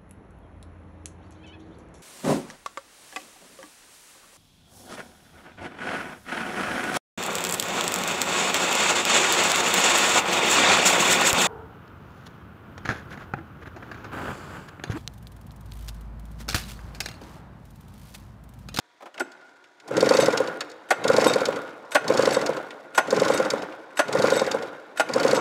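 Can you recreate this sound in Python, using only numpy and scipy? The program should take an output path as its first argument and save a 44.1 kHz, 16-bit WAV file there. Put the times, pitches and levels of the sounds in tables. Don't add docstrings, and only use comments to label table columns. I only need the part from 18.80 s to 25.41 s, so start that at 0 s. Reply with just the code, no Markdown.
import sys
import numpy as np
from scipy import signal
from scipy.io import wavfile
from scipy.ndimage import uniform_filter1d

SR = 44100
rng = np.random.default_rng(int(sys.argv[2]) if len(sys.argv) > 2 else 0)


def pcm_store(signal):
    levels = np.round(np.clip(np.atleast_2d(signal), -1, 1) * 32767)
    wavfile.write(sys.argv[1], SR, levels.astype(np.int16).T)


def boost(x):
    u = np.asarray(x, float) / 20
    return 10 ** u


N = 291456
T = np.arange(N) / SR

# cord taut in seconds, strength in dB, first pop in dB, suddenness of start [ratio].
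PULLS = [
    (1.14, 1.2, -9, 2.3),
    (2.27, 0.86, -11, 1.1),
    (3.31, -0.14, -27.5, 1.03),
    (4.34, -0.45, -22, 0.98),
    (5.35, -0.5, -18.5, 1.05),
    (6.36, -0.5, -17.5, 1),
]
TIGHT_POP_TIMES = [(1.231, 1.3127, 1.3922, 1.4853, 1.6068), (2.3041, 2.3863, 2.4669, 2.5623, 2.689),
                   (3.3053, 3.3963, 3.4776, 3.5713, 3.6961), (4.3303, 4.4217, 4.5049, 4.603, 4.7389),
                   (5.3545, 5.4441, 5.5257, 5.6209, 5.7491), (6.3639, 6.4534, 6.5341, 6.629, 6.757)]
# first pop in seconds, last pop in seconds.
OTHER_POP_SPANS = [(1.1813, 1.6868), (2.2541, 2.7724), (3.2555, 3.7807), (4.2862, 4.8336), (5.2951, 5.8365),
                   (6.3022, 6.844)]
# start in seconds, level in dB.
NUDGE = (1.1149, -17.4)
SHORTEST_TURN_S, OTHER_PHASE = .082, .49
# level at top speed in dB, loss per halving of speed in dB, dB per dB of pull strength.
TIGHT_POP = (-5, 4.4, 1.05)
OTHER_POP = (-11.5, 8.8, 1.7)
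# crank angle in turns, lead in seconds.
PORT_TIMES = [(-.18, .009), (.29, .013), (.49, .0143)]
# level in dB, loss per halving of speed in dB, dB per dB of pull strength,
# low end in dB, low end gained per halving in dB.
PORT_AIR = [(-15, 1, 2, -10, 7), (-27.5, 10.5, 1.5, -7, 14), (-19.5, 9.5, 0.7, -10.5, 11)]
FIRST_SPIT_DB = -9
# frequency in Hz, level in dB.
DUCT = [(509, 0), (1028, -17), (800, -22), (290, -21)]
# frequency in Hz, width in Hz, level in dB.
CRANKCASE = [(144, 7.1, 0.5), (220, 43, -8)]
# frequency in Hz, width in Hz, level in dB.
JET = [(4560, 260, 0), (5290, 300, -3), (3850, 400, -7), (6600, 1200, -6)]
# frequency in Hz, width in Hz, level in dB.
LIP = [(6840, 1180, 24), (11500, 2000, -28)]
# start in seconds, peak level in dB, low end in dB.
TICKS = [(.341, -44, 9.5), (.377, -39.5, 14), (.397, -29, -22), (.517, -41, -2), (.609, -55, -4),
         (.6564, -61, -14.5), (.6914, -59, -2.5), (.7597, -62, -6), (.839, -48, 6), (.9986, -43, 4),
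         (1.077, -35, -22), (1.3986, -23, 4), (1.8061, -19, -0.5), (1.897, -35, -14), (1.9144, -37, -8),
         (2.0328, -53, -19), (2.466, -23, -2), (2.875, -48, 10), (2.904, -47, 2), (3.05, -52, -4),
         (3.5235, -21, -6), (3.905, -38, 13), (4.0023, -52, -2.2), (4.2512, -45, -4), (4.7023, -19, -18),
         (4.9217, -52, 18), (5.1048, -57, 9), (5.8691, -43, 1.2), (6.311, -38, -4)]
# scrape in seconds, level in dB, bite in seconds, level in dB,
# rise of the bite in seconds.
PAWLS = [(2.087, -39.5, 2.105, -7, .004), (3.117, -25.5, 3.147, -5, .0066),
         (4.147, -25.5, 4.176, -5, .0034), (5.170, -22.5, 5.191, -7, .0017),
         (6.172, -24.5, 6.196, -8, .0017)]
# rise in seconds (negative is instant), t60 in seconds, high modes in dB, crack in dB.
SCRAPE = (-0.2, 0.5, 8, -19)
# t60 in seconds, high modes in dB, crack in dB.
BITE = (0.083, -3.5, -19.5)
# level in dB against the knock, low end in dB.
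SCRAPE_SPIT = (-9.5, 10.6)
BITE_SPIT = (-14.5, 4.6)
# low, middle and high rings in dB against the knock.
SCRAPE_PING = (-19, -20, -15.5)
BITE_PING = (-40, -37, -33.5)
# start in seconds, level in dB, t60 in seconds, high modes in dB,
# crack in dB.
HAND_KNOCKS = [(.203, -42, 0.076, -25, -35), (0.222, -36, 0.059, -31, -36), (.255, -34.5, 0.12, -12, -36),
               (.341, -40, 0.12, -2.2, -21), (.378, -33.5, .094, -23, -40), (.397, -16.5, 0.073, 2, -20),
               (1.077, -32, 0.098, -25, -17), (1.807, -26.5, 0.055, 5, -39), (3.108, -40, .12, 6, -6),
               (5.157, -46.5, .08, 14, -8), (4.136, -38, .09, 12, -22), (6.159, -38, .09, 12, -17)]
HAND_RISE_S = 0.0051
# frequency in Hz, width in Hz, level in dB.
HOUSING = [(332, 114, 3.5), (620, 190, 9), (737, 95, 9.5)]
# frequency in Hz, width in Hz, level in dB.
COVER = [(1076, 180, 1.5), (1427, 48, 16), (1780, 260, -2.5), (2070, 30, -27.5), (2470, 210, -4)]
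# start in seconds, low ring in dB, middle ring in dB, high rings in dB.
CUP_STRIKES = [
    (.398, -58, -55, -41),
    (1.345, -37, -40, -38),
    (1.4, -29.5, -31.5, -29.5),
    (2.468, -25, -42, -28.5),
    (3.53, -32, -38, -31),
    (4.503, -46, -48, -44),
    (4.537, -33, -35, -33),
    (5.532, -31, -48, -37),
    (5.56, -32, -38, -33),
    (6.545, -34, -37, -35),
]
# frequency in Hz, level in dB, t60 in seconds, strike level used [0 low, 1, 2].
CUP_MODES = [(3712, 2.5, .19, 0), (6220, .5, .22, 1), (7770, -1, .11, 2), (7892, 1, .08, 2),
             (8670, -1, .07, 2), (9850, -9, .05, 2), (11600, -6, .04, 2), (13680, -15, .04, 2)]
# start in seconds, level in dB.
THUDS = [
    (.222, -59),
    (.4, -38),
]
# start in seconds, level in dB, t60 in seconds.
BUMPS = [
    (.205, -50, 0.063),
    (.221, -44.5, 0.057),
    (.256, -42.5, 0.081),
]
# frequency in Hz, width in Hz, level in dB.
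COWL = [(990, 140, 3), (1230, 96, 4), (2250, 140, -11), (600, 180, -5)]
# frequency in Hz, level in dB per Hz.
RUMBLE = [(24, -66), (40, -16), (86, -59), (129, -10), (217, -10.5), (252, -11.5), (304, -6.5), (377, -15),
          (420, 1), (550, -19.5), (920, -120)]
# frequency in Hz, level in dB per Hz.
RATTLE = [(150, -49), (250, -15), (289, -0.5), (360, -1.5), (518, -11), (611, 0), (1270, -6.5), (1420, -2),
          (1680, -11), (3000, -25.5), (3900, -22.5), (6600, -120)]
# frequency in Hz, level in dB per Hz.
HISS = [(1180, -5.5), (2000, 3.5), (3370, -7), (4570, -8.5), (5680, -7.5), (7380, -11.5), (16000, -38)]
# frequency in Hz, width in Hz, level in dB.
PANELS = [(295, 25, -3), (525, 45, 0), (1430, 32, -1), (2125, 40, -13)]
# top speed in dB, rise in dB/s to taut cord, climb in dB/s to top speed,
# sag in dB/s, dying fall in dB/s, seconds the fall begins before the last pop.
SPIN_LAWS = [(-32, 152, -7, 20.6, 94, 0.047), (-25.5, 127, 28, 24.8, 53.6, 0.037),
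             (-37, 230, 49, 24, 79, 0.25)]
# Rumble, rattle, hiss at rest in dB.
SPIN_REST_DB = (-82, -68, -69.5)
# Rumble, rattle, hiss jolted by the handle in dB.
JOLT_DB = (-58, -52.5, -73)
JOLT_FALL = (55, 35, 21)
JOLT_S, TOP_TURN = 0.36, 1.6
# frequency in Hz, t60 in seconds.
SHOP = [(100, 2), (500, 1.52), (1500, 2.05), (4000, 0.93), (9000, 0.37)]
# frequency in Hz, level in dB per Hz.
FLOOR = [(35, -65), (60, -43), (351, -11), (869, -14), (931, -11), (1070, -6), (1830, -6), (2980, -25),
         (3340, -9), (3760, -12), (15500, -42)]
FLOOR_DB = -65.5
# frequency in Hz, level in dB rms.
HUM = [(717, -74), (961, -71)]


def evened(x):
    return x / np.sqrt(np.mean(x ** 2) + 1e-20)


def read(points, hz):
    f, value = np.transpose(points)
    return np.interp(np.log(hz + 1), np.log(f + 1), value)


def add(mix, s, sound):
    part = mix[round(s * SR):][:len(sound)]
    part += sound[:len(part)]


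def resonate(x, modes):
    return sum(boost(db) * signal.lfilter(*signal.iirpeak(hz, hz / width, SR), x) for hz, width, db in modes)


def band(x, lo_hz, hi_hz):
    return evened(signal.sosfilt(signal.butter(2, [lo_hz, hi_hz], "band", fs=SR, output="sos"), x))


def burst(rise, hold, t60):
    t = np.arange(round(.15 * SR)) / SR
    attack = np.sin(np.pi / 2 * np.clip(t / rise, 0, 1)) ** 2
    return attack * boost(-60 * np.maximum(t - rise - hold, 0) / t60)


def noise(spectrum, patchy_db, grain_db):
    frames, hz = N // 256 + 5, np.fft.rfftfreq(1024, 1 / SR)
    roughness = evened(uniform_filter1d(rng.standard_normal(N), 90))
    grains = rng.standard_normal(N) * boost(grain_db * roughness)
    z = signal.stft(grains, nperseg=1024, noverlap=768)[2]
    patches = rng.standard_normal((frames, 513)).T[:, :z.shape[1]]
    patches = evened(uniform_filter1d(uniform_filter1d(patches, 8, 0), 5, 1))
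    z = z * boost(read(spectrum, hz)[:, None] + patchy_db * patches)
    return evened(signal.istft(z, nperseg=1024, noverlap=768)[1][:N])


def strokes():
    pop_rows, spit_rows = [NUDGE], list(TICKS)
    turn = np.arange(5)
    for times, (first, last), (_, strength, first_db, _) in zip(TIGHT_POP_TIMES, OTHER_POP_SPANS, PULLS):
        angles = [OTHER_PHASE - 1, *turn, 4 + OTHER_PHASE]
        crank = np.polynomial.Polynomial.fit(angles, [first, *times, last], 6)
        half_turns = np.diff(crank(np.arange(11) / 2))
        slow = np.log2(half_turns * 2 / SHORTEST_TURN_S)
        after = slow[::2]
        around = (after + np.append(slow[1:-1:2], slow[-2])) / 2

        top_db, loss_db, share = TIGHT_POP
        pop_rows += zip(times, top_db - loss_db * after + share * strength)
        pop_rows.append((first, first_db))
        top_db, loss_db, share = OTHER_POP
        pop_rows += zip(crank(turn + OTHER_PHASE), top_db - loss_db * around + share * strength)

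        spit_rows.append((first - PORT_TIMES[2][1], first_db + FIRST_SPIT_DB, 0))
        for (angle, lead), (db, loss_db, share, low_db, gain_db) in zip(PORT_TIMES, PORT_AIR):
            level_db = db - loss_db * after + share * strength
            spit_rows += zip(crank(turn + angle) - lead, level_db, low_db + gain_db * after)
    for scrape, scrape_db, bite, bite_db, rise in PAWLS:
        spit_rows.append((scrape, scrape_db + SCRAPE_SPIT[0], SCRAPE_SPIT[1]))
        spit_rows.append((bite + rise / 2, bite_db + BITE_SPIT[0], BITE_SPIT[1]))
    return sorted(pop_rows), spit_rows


def pops():
    out, t, rows = np.zeros(N), np.arange(-330, 400) / SR, strokes()[0]
    opens = np.clip((t + .0045) / .0042, 0, 1) ** .9
    shuts = np.clip((.0062 - t) / .0018, 0, 1) * boost(-1400 * np.maximum(t, 0))
    leak = 0.052 * signal.windows.hann(len(t)) ** 0.13 * (t < 0)
    opening = np.maximum(opens * shuts, leak)
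    snap = boost(-27.5 - 60 * abs(t + 0.0039) / 0.028) * (t > -.004)
    for s, db in rows:
        detune, overtone = rng.standard_normal(2)
        ring = np.zeros(len(t))
        for k, (hz, mode_db) in enumerate(DUCT):
            level = boost(mode_db + (k > 0) * 2.56 * overtone)
            ring += level * np.cos(2 * np.pi * hz * (1 + 0.0036 * detune) * t)
        slap = snap * band(rng.standard_normal(len(t)), 4400, 8900)
        add(out, s + t[0], boost(db - 0.93) * (opening * ring + slap))
    echo = np.zeros(900)
    echo[[0, 412, 800]] = 1, .22, .1
    shove = abs(out) - uniform_filter1d(abs(out), size=300)
    return signal.oaconvolve(out, echo)[:N] + resonate(shove, CRANKCASE)


def spits():
    lip, core, low = np.zeros((3, N))
    shape = burst(0.0013, 0.0028, 0.024) + 0.15 * burst(0.0041, 0.008, 0.072)
    for s, db, low_db in strokes()[1]:
        add(lip, s, boost(db - 17.5) * burst(0.0005, 0.0032, 0.038))
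        add(core, s + 0.00071, boost(db - 12.5) * shape)
        add(low, s + 0.00092, boost(db - 11.5 + low_db) * shape)
    a, b, c = rng.standard_normal((N, 3)).T
    jet = band(resonate(a, JET), 3420, 5670) * core
    dull_edge = band(b, 1420, 3250) * low
    crack = band(resonate(c, LIP), 2500, 14700) * lip
    return jet + dull_edge + crack


def knocks():
    rows = [(s, db, HAND_RISE_S, *rest) for s, db, *rest in HAND_KNOCKS]
    for scrape, scrape_db, bite, bite_db, rise in PAWLS:
        rows += [(scrape, scrape_db, *SCRAPE), (bite, bite_db, rise, *BITE)]
    return rows


def clunks():
    out = np.zeros(N)
    for s, db, rise, t60, high_db, crack_db in knocks():
        shape = burst(max(rise, .001), 0.0056, t60)
        blows = shape * rng.standard_normal(len(shape))
        body = evened(resonate(blows, HOUSING)) + boost(high_db) * evened(resonate(blows, COVER))
        contact = band(rng.standard_normal(len(shape)), 3300, 9600)
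        crack = burst(0.00027, 0.0096, 0.54 * t60) * contact
        add(out, s, boost(db - 16.5) * (band(body, 330, 2480) + boost(crack_db + 14) * crack))
    return out


def strikes():
    rows = list(CUP_STRIKES)
    for scrape, scrape_db, bite, bite_db, rise in PAWLS:
        rows.append((scrape, *(scrape_db + np.array(SCRAPE_PING))))
        rows.append((bite + rise / 2, *(bite_db + np.array(BITE_PING))))
    return rows


def pings():
    out, t = np.zeros(N), np.arange(SR // 3) / SR
    fade = boost(-60 * t[:1500] / .05)
    for s, *levels_db in strikes():
        for hz, db, t60, column in CUP_MODES:
            chatter = fade * rng.standard_normal(1500) * (rng.random(1500) < .01)
            mode = boost(-60 * t / t60) * np.sin(2 * np.pi * hz * t)
            ring = signal.oaconvolve(mode, chatter)
            add(out, s, boost(levels_db[round(column)] + db) * ring / abs(ring).max())
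    return out


def thuds():
    out = np.zeros(N)
    for s, db in THUDS:
        shape = burst(0.0035, 0.012, 0.14)
        blow = shape * rng.standard_normal(len(shape))
        add(out, s, boost(db) * evened(resonate(resonate(blow, HOUSING[:1]), HOUSING[:1])))
    return out


def bumps():
    out = np.zeros(N)
    for s, db, t60 in BUMPS:
        shape = burst(0.0013, 0.0075, t60)
        scuff = shape * rng.standard_normal(len(shape))
        add(out, s, boost(db - 12) * evened(resonate(scuff, COWL)))
    return out


def throb(depth_db, s, sag_s):
    since = T - s[np.maximum(np.searchsorted(s, T) - 1, 0)]
    kick = np.where(since > 0, np.exp(-abs(since) / sag_s), 0)
    return boost(depth_db * uniform_filter1d(kick, size=100))


def spin_gain(law, rest_db, jolt_db, jolt_fall):
    top_db, rise, climb, sag, fall, early = law
    gain = boost(rest_db) + (T > JOLT_S) * boost(jolt_db - jolt_fall * abs(T - JOLT_S))
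    for times, (_, last), (taut, strength, _, sudden) in zip(TIGHT_POP_TIMES, OTHER_POP_SPANS, PULLS):
        top_s = np.interp(TOP_TURN, range(len(times)), times)
        knots = np.array([taut - 1, taut, top_s, last - early, last + 2])
        steps_db = np.diff(knots) * [rise * sudden, climb, -sag, -fall]
        db = np.append(0, np.cumsum(steps_db)) - steps_db[:2].sum()
        gain = gain + boost(top_db + strength + np.interp(T, knots, db))
    return gain


def spin():
    pop_s, spit_s = (np.sort(np.transpose(rows)[0]) for rows in strokes())
    rumble = throb(6.0, pop_s - .012, 0.015) * noise(RUMBLE, 1.3, 2.8)
    rattle = noise(RATTLE, 2.7, 2.5)
    panels = evened(resonate(noise([(100, 0), (3000, 0)], 0.9, 6.0), PANELS))
    rattle = throb(4.14, pop_s - .006, 0.012) * evened(rattle + boost(-4.5) * panels)
    hiss = throb(9, spit_s, .014) * noise(HISS, 2.2, 3)
    gains = [spin_gain(*rule) for rule in zip(SPIN_LAWS, SPIN_REST_DB, JOLT_DB, JOLT_FALL)]
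    return gains[0] * rumble + gains[1] * rattle + gains[2] * hiss


def shop(x):
    taps = np.zeros(SR)
    at = np.arange(500, SR - 20, 20)
    taps[at + rng.integers(0, 20, len(at))] = rng.choice([-1., 1.], len(at))
    hz, t, z = signal.stft(taps, SR, nperseg=256)
    decay = boost(-60 * t / read(SHOP, hz)[:, None])
    tail = signal.istft(z * decay, SR, nperseg=256)[1]
    return signal.fftconvolve(x, tail / np.linalg.norm(tail))[:N]


def floor():
    hum = sum(boost(db) * np.sqrt(2) * np.sin(2 * np.pi * hz * T) for hz, db in HUM)
    return boost(FLOOR_DB) * noise(FLOOR, 1.3, .6) + hum


def scene():
    hits = pops() + spits() + clunks() + thuds() + pings() + bumps()
    return (hits + boost(-20.0) * shop(hits) + spin() + floor())[None]


def band_limit(x):
    return signal.sosfilt(signal.butter(12, 16990, fs=SR, output="sos"), x)


def record(dry):
    full = 1.2 * np.tanh(dry / 1.2)
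    thin = signal.sosfilt(signal.butter(3, 85, "high", fs=SR, output="sos"), full)
    edge = signal.firwin(255, 15900, window=("kaiser", 5), fs=SR)
    mix = signal.oaconvolve(thin, edge[None], "same")
    return band_limit(mix)


dry = scene()
out = record(dry)
pcm_store(out)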